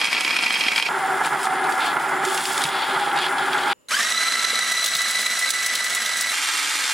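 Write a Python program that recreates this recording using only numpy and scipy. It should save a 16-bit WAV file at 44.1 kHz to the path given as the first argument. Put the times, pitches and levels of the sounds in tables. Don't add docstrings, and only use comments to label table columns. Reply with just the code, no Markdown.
import sys
import numpy as np
from scipy import signal
from scipy.fft import rfft, irfft, next_fast_len
from scipy.io import wavfile
from scipy.ndimage import uniform_filter1d, minimum_filter1d, map_coordinates

SR = 44100
rng = np.random.default_rng(int(sys.argv[2]) if len(sys.argv) > 2 else 0)


def pcm_store(signal):
    levels = np.round(np.clip(np.atleast_2d(signal), -1, 1) * 32767)
    wavfile.write(sys.argv[1], SR, levels.astype(np.int16).T)


N = 305745
T = np.arange(N) / SR

# f/Hz, relative level/dB
CRACK = ([(500, -101), (3000, -17), (6000, -0.5), (11000, -5), (15500, -58)],)
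# f/Hz, relative level/dB
CHURN_BODY = [(35, -63), (60, -52), (158, -27), (313, -15.5), (375, -12.5), (520, -18), (640, -13.5),
              (810, -4.5), (1070, -9), (1370, -3.5), (3000, -27), (3900, -53), (6600, -120)]
# f/Hz, width/Hz, height over the body/dB
CHURN_MODES = [(152, 35, 11), (263, 18, 6.5), (770, 57, -1), (860, 190, 0.5), (1400, 58, 0), (1677, 96, 4),
               (2065, 195, 5.5)]
# f/Hz, relative level/dB
SLURP = [(100, -120), (200, -82), (900, -14), (2200, 5.5), (3300, 3.5), (4600, 2.5), (6500, -23),
         (9000, -57.5)]
# t/s, level/dB
SWITCH = [(3.886, -27.5)]
SWITCH_S, SWITCH_DB = SWITCH[0]
# t/s, level/dB, brightness/dB
TAPS = [(4.72, -9, 1.5), (4.8418, -5, 1), (4.86, -1.5, -1.5), (4.8785, -7.5, -0.5), (4.951, -2, -10),
        (4.966, -8.5, 4.5), (5.0167, -10.5, 3), (5.0847, -13, 1), (5.1094, -12, 4), (5.2016, -16, 2),
        (5.214, -14, 5), (5.262, -19, 8), (5.301, -17, -1), (5.3494, -36, -11), (5.3924, -22.5, 17.5),
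        (5.4902, -10, 0), (5.5044, -4.5, 4), (5.5348, -31, -6), (5.63, -18, 5), (5.662, -12, 7.5),
        (5.753, -3.5, -3), (5.7854, -27, -6), (5.8426, -12.5, 5), (5.898, -13, -6), (5.9486, -11.5, 8),
        (6.0248, -17, -7), (6.0592, -13, 2), (6.1697, -19, 8.5), (6.21, -14, 11), (6.2964, -21, -1)]


def amp(db):
    return 10 ** (np.asarray(db) / 20)


def unit(x):
    return x / np.sqrt(np.mean(x ** 2) + 1e-20)


def along(points, hz):
    f, v = np.transpose(points)
    return np.interp(np.log(hz + 1), np.log(f + 1), v)


def curves(rows):
    s, *cols = np.transpose(rows)
    return [np.interp(T, s, c) for c in cols]


def wobble(rate):
    return map_coordinates(rng.standard_normal(int(N * rate / SR) + 4), [T * rate])


def coloured(x, body, modes=()):
    hz = np.fft.rfftfreq(16384, 1 / SR)
    power = 1 + sum(amp(2 * db) / (1 + (2 * (hz - c) / w) ** 2) ** 2 for c, w, db in modes)
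    cepstrum = irfft(np.log(amp(along(body, hz)) * np.sqrt(power) + 1e-6))
    cepstrum[1:8192] *= 2
    cepstrum[8193:] = 0
    response = irfft(np.exp(rfft(cepstrum)))[:8192]
    return signal.fftconvolve(x, response)[:N]


def decay(x, t60):
    return signal.lfilter([1], [1, -amp(-60 / (t60 * SR))], x)


def gritty(rate, t60, spread_db, grit_db):
    size_db = spread_db * rng.exponential(size=N).clip(0, 2.5)
    hits = (rng.random(N) < rate / SR) * amp(size_db)
    return unit((1 + amp(grit_db) * unit(decay(hits, t60))) * rng.standard_normal(N))


def blows(events, low, high=None, hard=0.69):
    crest_db = 15
    knock, snap, snap_t60 = 5, 2.5, .02
    out = np.zeros(N)
    for lift, colour in enumerate((low, high) if high else (low,)):
        bursts, t = np.zeros(N + SR), T[:SR // 5]
        for s, db, bright_db, t60 in events:
            burst = amp(-60 * t / max(t60, .004)) * rng.standard_normal(len(t))
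            burst *= 1 + hard * snap * amp(-60 * t / snap_t60)
            burst[0] = hard * knock
            bursts[round(s * SR):][:len(t)] += amp(db - crest_db + lift * bright_db) * burst
        norm = np.std(coloured(rng.standard_normal(N), *colour))
        out += coloured(bursts[:N], *colour) / norm
    return out


def tone(hz, blur, fuzz=0., spread=100):
    phase = 2 * np.pi * (np.cumsum(hz) / SR + rng.random()) + blur * wobble(60)
    in_phase = (1 + fuzz * wobble(spread)) * np.sin(phase)
    return unit(in_phase + fuzz * wobble(spread) * np.cos(phase))


def chopper():
    # t/s, rattle level/dB, hiss level/dB
    run = [(0, -20, -36), (.07, -21.5, -33.5), (.105, -24.5, -38), (.15, -17.5, -33), (.23, -24.5, -36),
           (.3, -21.5, -34.5), (.5, -21, -34.5), (.7, -21, -34), (.748, -26.5, -39), (.79, -17, -27),
           (.885, -24.5, -41)]
    # t/s, level/dB, brightness/dB, t60/s
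    chunks = [(0.0143, -6, -15, 0.049), (0.0439, -5, -13, 0.055), (0.0528, -6.5, -8, 0.083),
              (0.0714, -10, -24, 0.052), (0.1163, -27, -21.5, 0.06), (0.1294, -4.5, -19, 0.097),
              (0.1482, -24, -23.5, 0.06), (0.1782, -8.5, -37, 0.071), (0.2074, -4.5, -8.5, 0.04),
              (0.2478, -5.5, -24, 0.082), (0.2789, -8, -27, 0.056), (0.3065, -4, -20, 0.087),
              (0.3284, -7, -24, 0.06), (0.344, -19, -30, 0.048), (0.3654, -6, -15.5, 0.06),
              (0.388, -2.5, -23, 0.054), (0.4214, -15, -17, 0.055), (0.4359, -4, -26, 0.12),
              (0.4634, -4.5, -29, 0.06), (0.5057, -4, -23, 0.036), (0.5234, -9, -13, 0.067),
              (0.5404, -5, -20, 0.053), (0.5554, -4, -29, 0.053), (0.6093, -8, -17, 0.1),
              (0.637, -6, -29, 0.078), (0.6645, -4, -32, 0.06), (0.6834, -2, -25, 0.054),
              (0.7176, -8, -21, 0.06), (0.7603, -4.5, -20, 0.06), (0.7789, -1, -21, 0.06),
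              (0.799, -3.5, -29, 0.073), (0.825, -2, -16, 0.072)]
    # f/Hz, relative level/dB
    body = [(35, -77), (60, -47.5), (227, -12), (559, -16), (895, -8.5), (1830, -7), (2180, -8), (2340, -4),
            (2620, -5.5), (2990, -8.5), (3250, -16.5), (3670, -12), (4890, -17), (8000, -43), (10400, -75),
            (17600, -120)]
    # f/Hz, width/Hz, height over the body when rattled/dB
    modes = [(752, 33, 6.5), (911, 28, 7), (1380, 19, 4.5), (1606, 41, 1), (1997, 122, 6), (2278, 105, 10),
             (2410, 60, 5.5), (2473, 120, 8.5), (2730, 160, 3.5), (3250, 155, 15), (4180, 80, 9),
             (5430, 120, 5), (5330, 1570, 9)]
    # f/Hz, relative level/dB
    hiss_colour = [(3240, -23), (5500, -13), (6170, -8.5), (8480, -10.5), (11700, -14.5), (12700, -17),
                   (15800, -27)]
    # t/s, level/dB, t60/s
    hard_crumbs = [(0.0144, -22.5, 0.012), (0.0438, -24.5, 0.012), (0.0613, -15, 0.012),
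                   (0.1301, -17, 0.012), (0.201, -19, 0.012), (0.3697, -14, 0.012), (0.4125, -23, 0.012),
                   (0.4297, -16, 0.012), (0.5286, -15, 0.012), (0.5501, -19, 0.012), (0.61, -25, 0.012),
                   (0.7547, -31, 0.012), (0.7682, -17, 0.012), (0.824, -21, 0.012)]
    # f/Hz, relative level/dB
    tick_colour = [(3000, -46), (6500, -20), (8500, 7), (11000, -12), (15500, -20)]
    rattle_db, hiss_db = curves(run)
    bits = gritty(rate=400, t60=0.012, spread_db=1.5, grit_db=-6)
    crumbs = gritty(rate=200, t60=0.008, spread_db=1.5, grit_db=-9)
    rattle = amp(rattle_db) * unit(coloured(bits, body, modes))
    hiss = amp(hiss_db) * unit(coloured(crumbs, hiss_colour))
    struck = [(hz, width, 1.36 * db) for hz, width, db in modes]
    cracks = blows(chunks, (body, struck), CRACK)
    ticks = blows([(s, db, 0, t60) for s, db, t60 in hard_crumbs], (tick_colour,))
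    return rattle + hiss + cracks + ticks


def blender():
    return churn() + drawn_air() + bowl_hum() + motor_whine() + splats() + thuds()


def churn():
    # t/s, level/dB
    load = [(0.89, -22.5), (0.93, -23.5), (1.26, -21.5), (1.3, -29), (1.31, -23.5), (2.15, -22),
            (2.42, -25.5), (2.46, -32.5), (2.47, -26.5), (2.62, -20.5), (2.64, -25), (2.7, -24),
            (3.18, -22.5), (3.21, -24), (3.71, -22), (3.73, -22.5)]
    churn_db, = curves(load)
    lumps = gritty(rate=110, t60=0.11, spread_db=2.0, grit_db=-7.0)
    return amp(churn_db) * unit(coloured(lumps, CHURN_BODY, CHURN_MODES))


def drawn_air():
    # f/Hz, relative level/dB
    spray_colour = [(2940, -43), (5000, 7), (6090, 1.5), (7380, 6.5), (8410, 4), (9710, 0), (12800, 0),
                    (14800, -13), (15800, 0)]
    slurp_gain, spray_gain = gulps()
    wet = gritty(rate=130, t60=0.017, spread_db=5.0, grit_db=-11)
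    drops = gritty(rate=72, t60=0.0087, spread_db=4.5, grit_db=-13.0)
    slurp = unit(coloured(wet, SLURP, [(3350, 550, 7.5)]))
    spray = unit(coloured(drops, spray_colour, [(9850, 1150, 5.9), (14300, 900, 4)]))
    return slurp_gain * amp(.8 * wobble(24)) * slurp + spray_gain * amp(1.6 * wobble(30.04)) * spray


def gulps():
    # t/s, length/s, slurp level/dB, spray level/dB
    gulp_rows = [(1.211, 0.036, -32, -35), (1.38, 0.059, -35.5, -35.5), (1.686, 0.026, -38, -35.5),
                 (1.786, 0.1, -27.5, -37.5), (2.223, 0.31, -32.5, -31.5), (2.517, 0.15, -31.5, -30.5),
                 (2.688, 0.26, -30, -40.5), (2.97, 0.09, -31, -39.5), (3.148, 0.11, -27, -37.5),
                 (3.365, 0.18, -34.5, -48), (3.503, 0.18, -31, -38), (3.658, 0.096, -28.5, -40)]
    attack_s, release_s = 0.028, 0.057
    base_db = np.array([[-40], [-41]])
    level_db = base_db + np.zeros(N)
    for s, length, *db in gulp_rows:
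        rise = (T - s) / attack_s
        fall = 1 - (T - s - length) / release_s
        shape = np.clip(np.minimum(rise, fall), 0, 1)
        level_db = np.maximum(level_db, base_db + (np.array(db)[:, None] - base_db) * shape)
    return amp(level_db)


def bowl_hum():
    # t/s, level/dB
    hum_level = [(0.89, -50), (0.97, -26.5), (1.02, -48), (1.17, -33), (1.2, -48), (1.65, -33),
                 (1.81, -49.5), (2.23, -32.5), (2.29, -25.5), (2.42, -45.5), (2.49, -37.5), (3.66, -40.5),
                 (3.73, -39)]
    # t/s, level/dB
    blade_level = [(.89, -40.5), (1.1, -29), (1.2, -44), (1.45, -35.5), (1.75, -31.5), (2.0, -46),
                   (2.7, -40), (2.8, -31), (2.93, -50), (2.98, -30), (3.17, -26), (3.22, -36),
                   (3.36, -26.5), (3.5, -33.5), (3.56, -25.5), (3.73, -27)]
    # t/s, f/Hz
    blade_pitch = [(.9, 770), (1.5, 762.5), (2.1, 770), (2.75, 796.6), (2.95, 810), (3.2, 812),
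                   (3.4, 799.5), (3.55, 812), (3.73, 814)]
    (hum_db,), (blade_db,), (blade_hz,) = curves(hum_level), curves(blade_level), curves(blade_pitch)
    bowl = tone(np.full(N, 381.), blur=0.49, fuzz=.7, spread=44)
    smear = np.where(T < 2.93, 1.2, .35)
    blade = tone(blade_hz, blur=0.3, fuzz=smear, spread=50)
    return amp(hum_db + 2 * wobble(16)) * bowl + amp(blade_db + 1.2 * wobble(14)) * blade


def motor_whine():
    # t/s, f/Hz, level/dB, level at half that pitch/dB
    whine = [(.9, 14600, -60, -54), (1.3, 14420, -60, -53), (1.76, 14380, -58, -54),
             (1.88, 14580, -57, -54), (2.25, 14620, -58, -51), (2.7, 14420, -59, -57),
             (3.2, 14500, -61, -57), (3.5, 14600, -61, -54), (3.73, 14800, -63, -55)]
    hz, db, half_db = curves(whine)
    out = amp(db + 2.9 * wobble(5.2)) * tone(hz, blur=2.5, fuzz=3.5, spread=400)
    out += amp(half_db + 2.2 * wobble(12.0)) * tone(hz / 2, blur=0.53, fuzz=0.48)
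    out += amp(-47.5 + 1.5 * wobble(7.9)) * tone(hz * 2 / 3, blur=2.1, fuzz=3.5, spread=600)
    return out


def splats():
    # t/s, level/dB, brightness/dB, air pocket f/Hz
    slaps = [(1.247, -20, -6, 4200), (1.259, -21, -3, 8200), (1.431, -19.5, -3, 8500),
             (1.444, -23, 0, 8000), (1.455, -22, -1, 8600), (1.6402, -22.5, -12, 3900),
             (1.722, -22.5, -0.5, 4600), (1.8048, -20, -12, 3340), (1.9978, -28, -2, 3140),
             (2.2506, -17, 0, 7400), (2.287, -26, -2, 7000), (2.3004, -25, -2, 7500),
             (2.3763, -12, -7, 2760), (2.4059, -25, -10, 4200), (2.4544, -14, -7, 4720),
             (2.544, -24, -10, 2650), (2.5787, -18, 4, 3500), (2.618, -14, -1.5, 3620),
             (2.6383, -8.5, -1, 3750), (2.653, -13, -16, 3200), (2.688, -21, -13.5, 3400),
             (2.822, -18, -16, 3380), (2.997, -18.5, -9.5, 3310), (3.115, -21.5, -18, 3340),
             (3.188, -15, -10, 3380), (3.2325, -20, -12, 3400), (3.3829, -15.5, -22, 3400),
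             (3.532, -13.5, -18, 3380), (3.5792, -17.5, -6, 3440), (3.6342, -18.5, -14, 3300),
             (3.7184, -15, -12, 3464)]
    t60, pocket_q, pocket_cut_db = 0.039, 22, 10
    out = blows([(*row[:3], t60) for row in slaps], (SLURP,), CRACK)
    t = T[:SR // 20]
    for s, db, _, hz in slaps:
        ring = np.exp(-np.pi * hz / pocket_q * t) * np.cos(2 * np.pi * hz * t)
        noise = amp(-60 * t / t60) * rng.standard_normal(len(t))
        burst = np.convolve(noise, ring / np.linalg.norm(ring))
        out[round(s * SR):][:len(t)] += amp(db - pocket_cut_db) * burst[:len(t)]
    return out


def thuds():
    # t/s, level/dB
    lumps = [(1.47, -3), (1.528, -8), (1.595, -8), (1.969, -2.5), (1.992, -12), (2.089, -5), (2.129, -11),
             (2.804, -14), (3.143, -7), (3.581, -28)]
    return blows([(s, db, 0, 0.027) for s, db in lumps], (CHURN_BODY, CHURN_MODES), hard=0.29)


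def whisk():
    # t/s, f/Hz
    speed = [(3.89, 702.2), (3.922, 1260), (3.948, 1570), (3.985, 1750), (4.03, 1850), (4.09, 1935),
             (4.17, 1990), (4.3, 2006), (4.5, 1990), (4.75, 1980), (5.1, 1986), (5.7, 1986), (6.33, 1978)]
    # t/s, tone level/dB, octave level/dB, gear noise level/dB, swish of the wires level/dB
    load = [(3.89, -70, -56, -40, -38), (3.912, -38, -36, -26.5, -40), (3.922, -24, -32, -22, -32),
            (3.94, -21.5, -29.5, -23, -31), (3.97, -28, -30.5, -24, -31), (4.0, -22, -37, -19, -29.5),
            (4.05, -33, -39, -22, -33), (4.15, -27.5, -27.5, -24, -34.5), (4.45, -32, -30.5, -24, -37),
            (4.75, -29, -30, -26, -36), (5.3, -32, -34, -27, -36), (5.462, -28.5, -34, -25.5, -34),
            (5.472, -42, -32, -25.5, -36), (5.525, -42, -35, -29, -39), (5.54, -31, -33.5, -27, -36),
            (5.8, -30, -37, -27, -37.5), (6.33, -33, -32.5, -27, -35.5)]
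    # f/Hz, relative level/dB
    body = [(53, -76), (90, -35), (231, -24), (858, -17.5), (1310, -9), (1820, -7.5), (1960, -2),
            (2380, -11.5), (4010, -10.5), (4410, -12.5), (9000, -20.5), (11700, -29.5), (19800, -120)]
    # f/Hz, width/Hz, height over the body/dB
    modes = [(228.4, 18, 10.5), (673, 230, 3.5), (1247, 41, 4.5), (1603, 75, 5.5)]
    # f/Hz, relative level/dB
    swish_colour = [(3240, -46.5), (5500, 3), (6030, 4), (6480, 3.5), (9850, 6.5), (12500, -1.5),
                    (14200, 0), (15800, -13)]
    turn_cycles, beat_cycles = 108, 270
    beat_top_s = 5.43
    hz, = curves(speed)
    tone_db, octave_db, rush_db, swish_db = curves(load)
    cycles = np.cumsum(hz) / SR
    turn = 2 * np.pi * (cycles - np.interp(4.287, T, cycles)) / turn_cycles
    beat = 2 * np.pi * (cycles - np.interp(beat_top_s, T, cycles)) / beat_cycles + 0.12 * wobble(7.5)
    song = gear_song(hz, turn, beat, tone_db, octave_db) + bites(turn + .35)
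    teeth = gritty(rate=250, t60=.02, spread_db=1.5, grit_db=-9.5) * throb(turn, 0.4, 0.4)
    rush = amp(rush_db) * unit(coloured(teeth, body, modes))
    scrape_db = -2.5 * np.cos(beat) * (T > 5.6)
    swish = amp(swish_db + scrape_db) * unit(coloured(teeth, swish_colour, [(7900, 430, 6.3)]))
    running = np.clip((T - SWITCH_S) / .004, 0, 1)
    return running * (song + rush + swish + wire_scratch()) + wall_taps() + switch_click()


def throb(turn, turn_db, planet_db):
    return amp(turn_db * np.cos(turn) + planet_db * np.cos(3 * turn + 0.2 * wobble(7.8)))


def gear_song(hz, turn, beat, tone_db, octave_db):
    # t/s, share of the tone's amplitude
    partner = [(3.9, .2), (4.5, .3), (4.7, .55), (4.9, .4), (5.07, .7), (5.35, .65), (5.62, .6), (6.33, .5)]
    # t/s, two thirds level/dB, third multiple level/dB, just over the octave level/dB
    partials = [(3.9, -61, -46, -53), (3.95, -42, -29, -38), (3.995, -29, -32, -38), (4.01, -35, -40, -29),
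                (4.04, -36, -33, -31), (4.08, -38, -38, -39), (4.15, -31.5, -34.5, -42),
                (4.35, -31, -38.5, -37), (4.6, -38.5, -36, -41), (5.2, -41, -41.5, -40.5),
                (6.33, -43, -42, -47)]
    multiples = [.786, 1.119, 1.444, 3.985]
    multiples_db = [-47, -41, -52, -40.5]
    strain_db = 5 * amp(-60 * (T - SWITCH_S).clip(0) / 1.0)
    chatter_db = strain_db * np.clip((T - 3.94) / .03, 0, 1)
    meshed = np.clip((T - SWITCH_S) / .04, 0, 1) ** 2
    share = curves(partner)[0] * amp(wobble(3.7))
    beating = np.abs(1 + share * np.exp(1j * beat) + .15 * np.exp(3j * beat))
    pulse = amp(2 * np.cos(turn - 1)) * throb(turn, 0, 1.2 + 1.5 * chatter_db)
    main = tone(hz, blur=0.3, fuzz=0.15 * amp(2 * chatter_db), spread=170)
    song = amp(tone_db) * beating * pulse * main
    octave_pulse = throb(turn, 1, 3.5) * amp(2.5 * np.cos(2 * turn))
    song += amp(octave_db + wobble(12)) * octave_pulse * tone(2 * hz, blur=0.6, fuzz=0.6, spread=250)
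    low_db, third_db, over_db = curves(partials)
    song += amp(over_db) * throb(turn, 1, 3) * tone(hz * 2.1, blur=.3, fuzz=.8, spread=150)
    song += amp(low_db) * tone(hz * 2 / 3, blur=.2, fuzz=0.65, spread=60)
    song += amp(third_db) * throb(turn, 1, 3.5) * tone(hz * 2.978, blur=.6, fuzz=.8, spread=250)
    for k, db in zip(multiples, multiples_db):
        weak = tone(k * hz, blur=0.14 * k, fuzz=0.98, spread=70 * k)
        song += meshed * amp(db + 1.6 * strain_db) * weak
    return song


def bites(turn):
    hz, t60, fade_db_per_s = 4030, .035, 9
    at = np.flatnonzero(np.diff(np.floor(turn / (2 * np.pi)))) / SR
    out, t = np.zeros(N + SR), T[:SR // 10]
    ring = amp(-60 * t / t60) * np.sin(2 * np.pi * hz * t) * (1 - np.exp(-t / 0.0011))
    for s, chance in zip(at, rng.standard_normal(len(at))):
        if s > 4.1:
            out[round(s * SR):][:len(t)] += amp(-16 + 1.4 * chance - fade_db_per_s * (s - 3.5)) * ring
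    return out[:N]


def wire_scratch():
    # f/Hz, relative level/dB
    colour = [(5000, -51), (8000, -14), (12000, 6), (15800, 2)]
    under_tap_db, trail_s = -27.5, 0.02
    swell = np.zeros(N)
    for s, db, bright_db in TAPS:
        width = np.where(T < s, trail_s / 3, trail_s)
        swell += amp(db + bright_db + under_tap_db) * np.exp(-((T - s) / width) ** 2)
    return swell * unit(coloured(gritty(rate=110, t60=.012, spread_db=-1.0, grit_db=-2.0), colour))


def wall_taps():
    wall = ([(100, -90), (500, -26), (1500, -42.0), (3800, -7.5), (6000, -23.0), (9000, -27.0)],)
    return amp(-2) * blows([(*row, 0.076) for row in TAPS], wall, CRACK, hard=.08)


def switch_click():
    # f/Hz, level relative to the switch/dB, t60/s
    button = [(4030, -1.5, 0.049), (6400, -3, 0.0078), (9100, -17, 0.018), (9938, -11, 0.021)]
    t = T - SWITCH_S
    rings = [amp(SWITCH_DB + db - 60 * t.clip(0) / t60) * np.sin(2 * np.pi * f * t) for f, db, t60 in button]
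    return (t > 0) * sum(rings)


def steel_bowl():
    # f/Hz, share of power that recurs alike each turn
    repeats = [(300, .5), (1100, .3), (3000, .18), (5500, .08), (10000, .05)]
    # f/Hz, relative level/dB
    body = [(35, -81), (60, -49), (202, -29), (273, -14.5), (513, -19.5), (630, -16.5), (856, -8),
            (2280, 2.5), (2500, -5.5), (3630, -3.5), (9240, -9.5), (14400, -21.5), (15800, -35)]
    # f/Hz, width/Hz, height over the body/dB
    modes = [(281, 17, 5), (496, 12, 7.5), (858, 29, 7.5), (1280, 150, 4), (1616, 19, 8), (1950, 120, -5),
             (2440, 29, 8.5), (2760, 97, 6.5), (3200, 92, 5.5), (3570, 200, 2.5), (4200, 190, 1.5),
             (4760, 150, 1), (5700, 74, 6.5), (5900, 80, -19), (7300, 390, 4), (8530, 250, 4.5),
             (11900, 40, 6)]
    turn_hz, rattle_db = 19.1, -23
    turn_db = 0.87 * np.sin(2 * np.pi * turn_hz * T + 1.9)
    fresh = gritty(rate=500, t60=0.0053, spread_db=5, grit_db=-9)
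    again = np.resize(rng.standard_normal(round(SR / turn_hz)), N)
    m = next_fast_len(N)
    share = along(repeats, np.fft.rfftfreq(m, 1 / SR))
    skim = irfft(rfft(fresh, m) * np.sqrt(1 - share) + rfft(again, m) * np.sqrt(share), m)[:N]
    return amp(rattle_db + turn_db) * unit(coloured(skim, body, modes))


def thumps():
    # t/s, level/dB, f/Hz
    knocks = [(2.27, -61, 80), (2.646, -30.5, 152), (4.531, -29.5, 473), (4.95, -43, 167)]
    out = np.zeros(N)
    for s, db, hz in knocks:
        cycles = (T - s).clip(0) * hz
        out += amp(db) * np.sin(2 * np.pi * cycles) * cycles * np.exp(1 - cycles / 1.08)
    return out


def kitchen_hush():
    # f/Hz, relative level/dB
    quiet = [(24, -60), (40, -16), (611, -4.5), (710, -20.5), (846, -11.5), (4750, -27), (6920, -26),
             (8240, -24.5), (15800, -27)]
    # f/Hz, level/dB, rate of their noise/Hz
    faint = [(2860, -74, 500), (7100, -71, 150), (7160, -76.5, 200)]
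    out = amp(-60.5) * np.array([unit(coloured(rng.standard_normal(N), quiet)) for _ in "LR"])
    for hz, db, width in faint:
        out += amp(db) * tone(np.full(N, hz), blur=.5, fuzz=2.5, spread=width)
    return out


def placed(x, lean_db, spread_db):
    # f/Hz, level before the job's own offset/dB
    width = [(40, -30), (110, -15), (200, -13.5), (380, -9.5), (700, -11), (1290, -12.5), (2380, -13),
             (4400, -14), (8120, -14), (11000, -4), (15000, -4)]
    hz, _, z = signal.stft(x, SR, nperseg=256)
    a, b = uniform_filter1d(rng.standard_normal((2, *z.shape)), size=15, axis=2)
    diffuse = z * (unit(a) + 1j * unit(b)) * amp(along(width, hz) + spread_db)[:, None]
    side = signal.istft(diffuse, SR, nperseg=256)[1][:N]
    return np.array([x + side, x - side]) * amp([[lean_db / 2], [-lean_db / 2]])


def scene():
    cuts = [0, .889, 3.7315, 6.329, 7]
    # direct sound, left minus right level/dB
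    leans = [-1.1, -0.22, -1.1, -0.87]
    # offset of the diffuse part, level/dB
    spreads = [1, -1.6, 0.42, 0.12]
    jobs = (chopper, blender, whisk, steel_bowl)
    out = kitchen_hush()
    for job, lean_db, spread_db, start, stop in zip(jobs, leans, spreads, cuts, cuts[1:]):
        already_on = (start == 0) * (T < .1)
        shown = np.clip(np.minimum(T - start, stop - T) / .001 + .5 + already_on, 0, 1)
        out += shown * placed(job(), lean_db, spread_db)
    return out + thumps()


def record(dry):
    # f/Hz, level/dB
    mic = [(8000, 0), (9500, 0.9), (11500, -0.9), (12500, -7), (14300, 1), (15000, -3), (15600, -5)]
    top_hz = 15900
    need = np.minimum(1, (.3 / (np.abs(dry).max(0) + 1e-9)) ** .7)
    gain = uniform_filter1d(minimum_filter1d(need, size=900, origin=400), size=600, origin=250)
    m = next_fast_len(N + 8192)
    hz = np.fft.rfftfreq(m, 1 / SR)
    return irfft(rfft(dry * gain, m) * amp(along(mic, hz)) * (hz < top_hz), m)[:, :N]


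dry = scene()
out = record(dry)
pcm_store(out)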